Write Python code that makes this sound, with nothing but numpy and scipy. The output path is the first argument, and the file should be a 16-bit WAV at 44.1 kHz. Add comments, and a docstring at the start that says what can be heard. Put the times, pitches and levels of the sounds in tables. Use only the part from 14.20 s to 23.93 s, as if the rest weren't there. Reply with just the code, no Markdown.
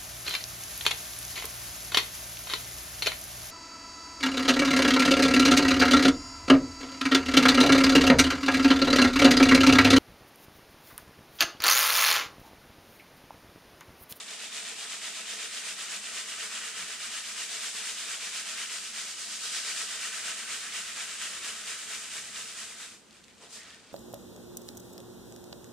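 """Sieving charcoal in a workshop

Chopped charcoal is shaken in a wooden-framed sieve, about eight throws a second. Each throw sets off
a shower of collisions: lumps clink, fines hiss through the mesh, screen and frame ring. The shaking
stops, a few pieces tick, and the load slides once more as the sieve is lowered. Ventilation drones."""
import sys
import numpy as np
from scipy import signal
from scipy.fft import rfft, irfft
from scipy.io import wavfile

SR = 44100
rng = np.random.default_rng(int(sys.argv[2]) if len(sys.argv) > 2 else 0)


def transcribe(u):
    """Save the signal u as a 16-bit wav file named by the first command-line argument.

    u: samples, shape (n,) or (channels, n), limited to [-1, 1]; the rate is SR.
    q: integer samples, one column per channel.
    """
    v = np.clip(np.atleast_2d(u).T, -1, 1)
    q = np.round(v * 32767).astype(np.int16)
    wavfile.write(sys.argv[1], SR, q)


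N = 429093
TIME = np.arange(N) / SR


def amp(db):
    """Decibels to gain."""
    return 10 ** (np.asarray(db) / 20)


def curve(points, t):
    """An automation curve's value at time t."""
    return np.interp(t, *np.transpose(points))


def spectrum_at(points, hz):
    """A spectrum's value at hz, on a log-frequency axis."""
    point_hz, value = np.transpose(points)
    return np.interp(np.log(hz + 1), np.log(point_hz + 1), value)


def coloured(x, eq, modes):
    """Minimum-phase filter of unit energy: a broad EQ curve with resonances on it."""
    hz = abs(np.fft.fftfreq(8192, 1 / SR))
    modes_db = sum(lift / (1 + (2 * (hz - pitch) / width) ** 2) for pitch, width, lift in modes)
    log_gain = np.log(amp(spectrum_at(eq, hz) + modes_db))
    response = np.exp(np.conj(signal.hilbert(log_gain)))
    ring = np.fft.ifft(response).real[:len(hz) // 2]
    return signal.oaconvolve(x, ring[None] / np.linalg.norm(ring), axes=1)[:, :N]


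def band(x, low_hz, high_hz, passes=1):
    """A gentle band-pass, steeper with each pass."""
    sos = signal.butter(1, [low_hz, high_hz], "band", fs=SR, output="sos")
    return signal.sosfilt(np.tile(sos, (passes, 1)), x)


def clinks(low_hz, high_hz, sharpness, click, lag_s=3.2e-5, count=1500, size=192):
    """A palette of stereo clinks, (2, count, size): a click and a short ring each, white on average."""
    hz = np.fft.rfftfreq(size, 1 / SR) + 1
    register, ring_length, pan = rng.random((count, 3)).T[:, :, None]
    pitch_hz = low_hz * (high_hz / low_hz) ** register
    # rough faces touch at several points within a moment
    contact_decay = np.exp(-np.arange(size) / (SR * 0.00057))
    contact = rfft(rng.standard_normal((count, size)) * contact_decay) / np.sqrt(10)
    ring = 1 / (1 + 1j * sharpness * (.5 + ring_length) * (hz / pitch_hz - pitch_hz / hz))
    clink = click * contact + ring
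    clink /= np.sqrt(np.mean(abs(clink) ** 2, 0))
    # each piece lies elsewhere on the screen, so it reaches one ear first
    ears = np.array([-.5, .5])[:, None, None]
    arrival_s = size / SR / 20 + ears * lag_s * rng.laplace(size=(count, 1))
    panned = clink * (1 + .5 * ears * (pan - .5))
    return irfft(panned * np.exp(-2j * np.pi * hz * arrival_s))


def shower(power, palette, per_s, spread_db, crowding=.25):
    """Random collisions: a harder shake brings both more of them and stronger ones."""
    chance = np.minimum(per_s / SR * (power / power.mean()) ** crowding, 1)
    onsets = np.flatnonzero(rng.random(N) < chance)
    piece = rng.integers(0, palette.shape[1], N)[onsets]
    heft_db = spread_db * np.clip(rng.standard_normal(N), -2, 2)
    blow = (amp(heft_db) * rng.choice([-1, 1], N))[onsets]
    force = blow / blow.std() * np.sqrt(power[onsets] / chance[onsets])
    samples = (onsets[:, None] + np.arange(palette.shape[2])).ravel()
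    return np.array([np.bincount(samples, (force[:, None] * ear[piece]).ravel(), N)[:N]
                     for ear in palette])


# the sieve tips away from the hands: time_s, tilt (0-1)
SIEVE_TILT = [(0, 0.07), (5.3, 0), (6.3, .75), (8.3, 1)]
# the rhythm of the arms, one row a stroke: start_s, out_accent_db, back_accent_db
ARM_STROKES = [(-0.019, 1.5, 0), (0.233, 0, 1.5), (0.484, 0, -0.5), (0.727, 0, 1), (0.98, -1.0, 0.5),
               (1.229, 0.5, 0), (1.483, 1, 0.0), (1.736, 1, -1.5), (1.979, 1.0, -1.5), (2.224, 0, 0.0),
               (2.468, -1.0, 0), (2.714, -1.5, 0), (2.956, 1.0, -1.5), (3.205, 0, -1), (3.449, 0, -1.5),
               (3.682, 0.0, -1.5), (3.92, 0, -0.5), (4.171, 0.5, -0.5), (4.412, 1, 1.5), (4.66, -1.5, 2),
               (4.894, -0.5, 0.5), (5.128, 0, 0.5), (5.361, 1, 0.5), (5.598, 1, -2), (5.844, -1, -2.5),
               (6.083, 0, -4.5), (6.328, -0.5, -4.5), (6.57, -0.5, -4.5), (6.804, -1, -4.0),
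               (7.037, 0, -3.5), (7.273, 0.0, -5.0), (7.501, -0.5, -4.5), (7.732, 0.0, -4.5),
               (7.958, 0.0, -6.5), (8.185, 0.0, -4.5), (8.409, 0.5, -3.5), (8.626, 1.5, -2)]
def throws(back_share=0.536, tilted_sooner_share=0.068):
    """Throw times and accents: the load flies out, and back half a stroke later, sooner when tilted."""
    out_s, out_db, back_db = np.transpose(ARM_STROKES)
    stroke_s = np.gradient(out_s)
    back_s = out_s + stroke_s * (back_share - tilted_sooner_share * curve(SIEVE_TILT, out_s))
    return np.r_[out_s, back_s], np.r_[out_db, back_db]


def surges(t, rise_s, fall_s, sliding_db, steepness=2.44):
    """Relative power: each throw swells and dies away over a bed of steady sliding."""
    throw_s, accent_db = throws()
    since_s = t - throw_s[:, None]
    width_s = np.where(since_s < 0, rise_s, fall_s)
    swells = np.exp(-.5 * abs(since_s / width_s) ** steepness)
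    return amp(accent_db) ** 2 @ swells + amp(sliding_db) ** 2


# fader rides as effort and load change: time_s, lumps_db, fines_db, frame_db
SHAKE_EFFORT = [(0.0, -42.5, -42.5, -55.5), (0.45, -39.5, -39.5, -55), (1.3, -38, -38, -54.5),
                (1.85, -39.0, -38.0, -55.5), (2.25, -37.5, -37.0, -54.5), (2.95, -38.5, -38, -57.5),
                (3.4, -37, -35, -55), (4.2, -37, -36.5, -57), (4.7, -40.5, -38, -60),
                (5.05, -42.5, -38, -60), (5.35, -37.5, -34.5, -56), (6.0, -36.0, -34.5, -54.0),
                (6.45, -36.5, -35.5, -55), (7.25, -37.5, -36.5, -55), (7.7, -39, -37, -55.5),
                (8.35, -41, -39, -59), (8.65, -46, -44.5, -59.5), (8.82, -57, -53.5, -69)]
# the load shifts as the sieve stops and is lowered: centre_s, half_length_s, lumps_db, fines_db, frame_db
LOAD_SHIFTS = [(8.96, 0.021, -57, -60, -81), (9.1, 0.019, -59, -70, -78), (9.24, .022, -53, -53.5, -56),
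               (9.356, 0.026, -50.5, -43, -58.5), (9.488, 0.05, -51, -54.5, -65),
               (9.72, .07, -59.5, -62, -65)]
def agitation():
    """Power envelopes of lumps, fines and frame: lumps stop soon after a throw, fines keep running."""
    t = TIME[::64]
    shaken = [surges(t, rise_s=0.036, fall_s=0.032, sliding_db=-10.5),
              surges(t, rise_s=0.031, fall_s=0.041, sliding_db=-8.5),
              surges(t, rise_s=0.032, fall_s=0.038, sliding_db=-11)]
    time_s, *effort_db = np.transpose(SHAKE_EFFORT)
    effort = amp([np.interp(t, time_s, db) for db in effort_db]) ** 2
    centre_s, half_length_s, *shift_db = np.transpose(LOAD_SHIFTS)
    slides = np.exp(-.5 * ((t - centre_s[:, None]) / half_length_s[:, None]) ** 2)
    shifting = amp(shift_db) ** 2 @ slides
    return [np.interp(TIME, t, power) for power in effort * shaken + shifting]


# the load heaps up and sounds deeper (+) or spreads over the screen (-): time_s, depth_db
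HEAP_DEPTH = [(0, -1.5), (1.8, 0.5), (2.5, 3), (3.15, -.7), (4.05, 0.4), (4.4, 2.5), (5.3, 0.5), (5.9, 3),
              (6.3, 2.5), (7.6, 2.5), (8.5, 2), (9.2, 2)]
# resonances of screen and wooden frame, shared by all three showers: pitch_hz, width_hz, lift_db
SIEVE_MODES = [(197, 9.4, 16.5), (218, 16, -2), (440, 31, 12.5), (471, 11.4, 5), (636.5, 22, 10),
               (677.6, 18, 10), (702, 27, 7), (826, 16, 5.5), (1040, 18, 3.5), (1300, 17, 6), (1547, 60, 5),
               (1560, 12, -5), (1900, 150, 3), (2215, 110, -3), (2300, 190, 3), (2893, 83, 1),
               (3646, 65, 3.5), (4990, 330, 2)]
# the bright clatter of the lumps: frequency_hz, gain_db
LUMP_EQ = [(100, -47), (500, -30), (950, -12), (1250, -4), (1900, -1.5), (2900, 1.5), (3800, -1.5),
           (5000, -5), (8000, -15), (16000, -63)]
def lumps(power):
    """Coarse pieces clink against each other on the screen; a heap brings out their low notes."""
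    short = clinks(low_hz=1101, high_hz=4940, sharpness=14.2, click=0.13)
    clatter = shower(power, short, per_s=6000, spread_db=1.0)
    # some lumps are hard and glassy, and ring for longer
    glassy = clinks(low_hz=1395, high_hz=4168, sharpness=74, click=0.0056, count=500, size=1024)
    ringing = shower(power, glassy, per_s=480, spread_db=3.0)
    hits = amp(-0.42) * clatter + amp(-5.5) * band(ringing, 1130, 5800, passes=2)
    depth_db = curve(HEAP_DEPTH, TIME)
    body = band(hits, 950, 1930)
    hits = body * amp(depth_db) + (hits - body) * amp(-.6 * depth_db)
    # a heap favours the screen's lower ring, a tilted sieve its upper one
    sway_db = 1.1 * depth_db - 2.5 * curve(SIEVE_TILT, TIME)
    lower_ring, upper_ring = band(hits, 2700, 3240), band(hits, 3380, 3770)
    hits = hits + lower_ring * (amp(sway_db) - 1) + upper_ring * (amp(-sway_db) - 1)
    return amp(-0.77) * coloured(hits, LUMP_EQ, SIEVE_MODES)


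# larger chips among the fines pull their hiss lower: time_s, coarse_db
CHIP_COARSENESS = [(0, -1.5), (4.2, -1), (4.8, 0.5), (5.4, 1.5), (6, -1.5), (7.5, -2), (8.6, -2),
                   (9.7, 2.5)]
# the sizzle of the fines: frequency_hz, gain_db
FINES_EQ = [(200, -56), (1500, -31), (3000, -5.5), (4400, -1.5), (5600, -0.5), (7000, 1.5), (8300, 1),
            (9000, -1.5), (10000, -7.5), (12000, -17), (15600, -30)]
def fines(power):
    """Small chips and grit rattle through the mesh, all over the screen."""
    grit = clinks(low_hz=3500, high_hz=15130, sharpness=18.0, click=0.22, lag_s=4e-5)
    hiss = shower(power, grit, per_s=22000, spread_db=0.5)
    coarse_db = curve(CHIP_COARSENESS, TIME)
    chips = band(hiss, 3640, 5800)
    hiss = chips * amp(coarse_db) + (hiss - chips) * amp(-.4 * coarse_db)
    # nudge the top octave to the right, then the whole layer to the left
    hiss = hiss + band(hiss, 7300, 15000) * np.array([[-.2], [.2]])
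    return amp([[.4], [-1.1]]) * coloured(hiss, FINES_EQ, SIEVE_MODES)


# the woody body of the sieve: frequency_hz, gain_db
FRAME_EQ = [(40, -25), (140, -23), (200, -7.5), (330, -5), (550, -2.5), (800, -1.5), (1100, -1),
            (1800, -13.5), (5000, -37)]
def frame(power):
    """Pieces landing on the screen drum it and the wooden frame."""
    knocks = clinks(low_hz=416, high_hz=1490, sharpness=2.1, click=0.33)
    drumming = shower(power, knocks, per_s=1800, spread_db=4.5)
    return amp(-0.1) * coloured(drumming, FRAME_EQ, SIEVE_MODES)


# the workshop's reverb time: frequency_hz, t60_s
ROOM_DECAY = [(200, 0.44), (1500, 0.31), (6000, 0.46), (15000, 0.26)]
def workshop(x, predelay_s=0.0043):
    """Scattered reflections from floor and walls; the highest treble dies first."""
    taps = rng.standard_normal((2, SR // 2)) * (rng.random((2, SR // 2)) < .1)
    taps *= TIME[:SR // 2] > predelay_s
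    hz, t, spectra = signal.stft(taps, SR, nperseg=256)
    decay = amp(-60 * t / spectrum_at(ROOM_DECAY, hz)[:, None])
    _, tail = signal.istft(spectra * decay, SR, nperseg=256)
    return signal.oaconvolve(x, tail / np.linalg.norm(tail[0]), axes=1)[:, :N]


# the rush of the ventilation: frequency_hz, gain_db
AIR_EQ = [(20, -34), (42, -13), (60, -5.5), (100, -1.5), (140, -6.5), (200, 5), (300, 4), (450, 3.5),
          (700, -2), (1500, -2.5), (4000, -6), (8500, -22), (15600, -27)]
# its drone: pitch_hz, width_hz, lift_db
DRONE_MODES = [(188, 20, 4.4), (225.4, 18, 9.3)]
def ventilation(level_db=-61.0, width=0.55):
    """A steady bed of air noise with a low drone."""
    mid, side = rng.standard_normal((2, N))
    air = np.array([mid + width * side, mid - width * side])
    return amp(level_db) * coloured(air, AIR_EQ, DRONE_MODES)


# the soft low end under the scene: frequency_hz, gain_db
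RUMBLE_EQ = [(20, -25), (42, -8), (62, -0.5), (110, 0.5), (190, 0.5), (300, -4), (800, -46)]
def rumble(level_db=-77, tilted_lift_db=6.5, width=0.11):
    """Low, nearly mono noise that swells as the sieve is tilted."""
    mid, side = rng.standard_normal((2, N))
    noise = coloured(np.array([mid + width * side, mid - width * side]), RUMBLE_EQ, [])
    return amp(level_db + tilted_lift_db * curve(SIEVE_TILT, TIME)) * noise


# dull handling bumps: centre_s, level_db, pitch_hz, half_length_s
HANDLING_BUMPS = [(2.617, -60, 176, .022), (7.19, -60.5, 400, 0.073), (7.25, -70, 75, .05),
                  (8.08, -67, 165, 0.089), (9.243, -58, 490, 0.024)]
def bumps():
    """Soft swells of low noise as the sieve is handled."""
    out = np.zeros(N)
    for centre_s, level_db, pitch_hz, half_length_s in HANDLING_BUMPS:
        near = abs(TIME - centre_s) < .3
        swell = np.exp(-.25 * ((TIME[near] - centre_s) / half_length_s) ** 2)
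        thud = swell * band(rng.standard_normal(N)[near], pitch_hz / 1.5, pitch_hz * 1.5, passes=2)
        out[near] += amp(level_db) * thud * np.linalg.norm(swell) / np.linalg.norm(thud)
    return out


# single pieces drop or topple once the shaking stops: start_s, level_db, pitch_hz
SETTLING_TICKS = [(8.9087, -43, 4850), (8.9281, -44, 4580), (8.9685, -43, 2270), (9.0404, -40, 3520),
                  (9.0444, -44, 4700), (9.0818, -42, 2130), (9.1815, -45, 7650), (9.4325, -37, 2020),
                  (9.5048, -39, 3200), (9.5454, -39, 1870)]
def ticks(ring_s=.0025, snap_s=.0013, size=600):
    """Each piece lands with a brittle snap and a brief ring."""
    out, t = np.zeros((2, N + size)), np.arange(size) / SR
    brittle = signal.butter(3, [2200, 7800], "band", fs=SR, output="sos")
    for start_s, level_db, pitch_hz in SETTLING_TICKS:
        ring = np.sin(2 * np.pi * pitch_hz * t + rng.random((2, 1))) * np.exp(-t / ring_s)
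        noise = rng.standard_normal(size) + .4 * rng.standard_normal((2, size))
        snap = signal.sosfilt(brittle, noise * np.exp(-t / snap_s))
        start = round(start_s * SR)
        out[:, start:start + size] += amp(level_db) * (.28 * ring + 1.05 * snap / abs(snap).max())
    return out[:, :N]


# brief gritty scrapes near the end: centre_s, half_length_s, level_db, pitch_hz, width (share of pitch)
GRIT_SCRAPES = [(9.352, 0.022, -59, 5200, .5), (9.403, 0.015, -52.5, 1960, 0.13),
                (9.5, 0.07, -64, 1810, 0.14)]
def scrapes(catches_per_s=3000):
    """Grit slips in quick catches that ring one resonance per scrape."""
    out = np.zeros((2, N))
    catches = rng.standard_normal(N) * (rng.random(N) < catches_per_s / SR)
    for centre_s, half_length_s, level_db, pitch_hz, width in GRIT_SCRAPES:
        near = abs(TIME - centre_s) < .2
        slips = catches[near] * (1 + .5 * rng.standard_normal((2, near.sum())))
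        rasp = band(slips, pitch_hz / (1 + width), pitch_hz * (1 + width), passes=2)
        swell = np.exp(-.25 * ((TIME[near] - centre_s) / half_length_s) ** 2)
        out[:, near] += amp(level_db) * rasp / rasp.std() * swell
    return out


def scene():
    """The mix: the sieve up close, a little room, and a bed of air and rumble."""
    lump_power, fines_power, frame_power = agitation()
    sieve = lumps(lump_power) + fines(fines_power) + frame(frame_power) + ticks() + bumps() + scrapes()
    return amp(-1.12) * sieve + amp(-12.0) * workshop(sieve) + ventilation() + rumble()


def record(dry):
    """A steep high cut on the whole mix."""
    high_cut = signal.firwin(511, cutoff=15650, window=("kaiser", 9), fs=SR)
    return signal.oaconvolve(dry, high_cut[None], "same", axes=1)


dry = scene()
out = record(dry)
transcribe(out)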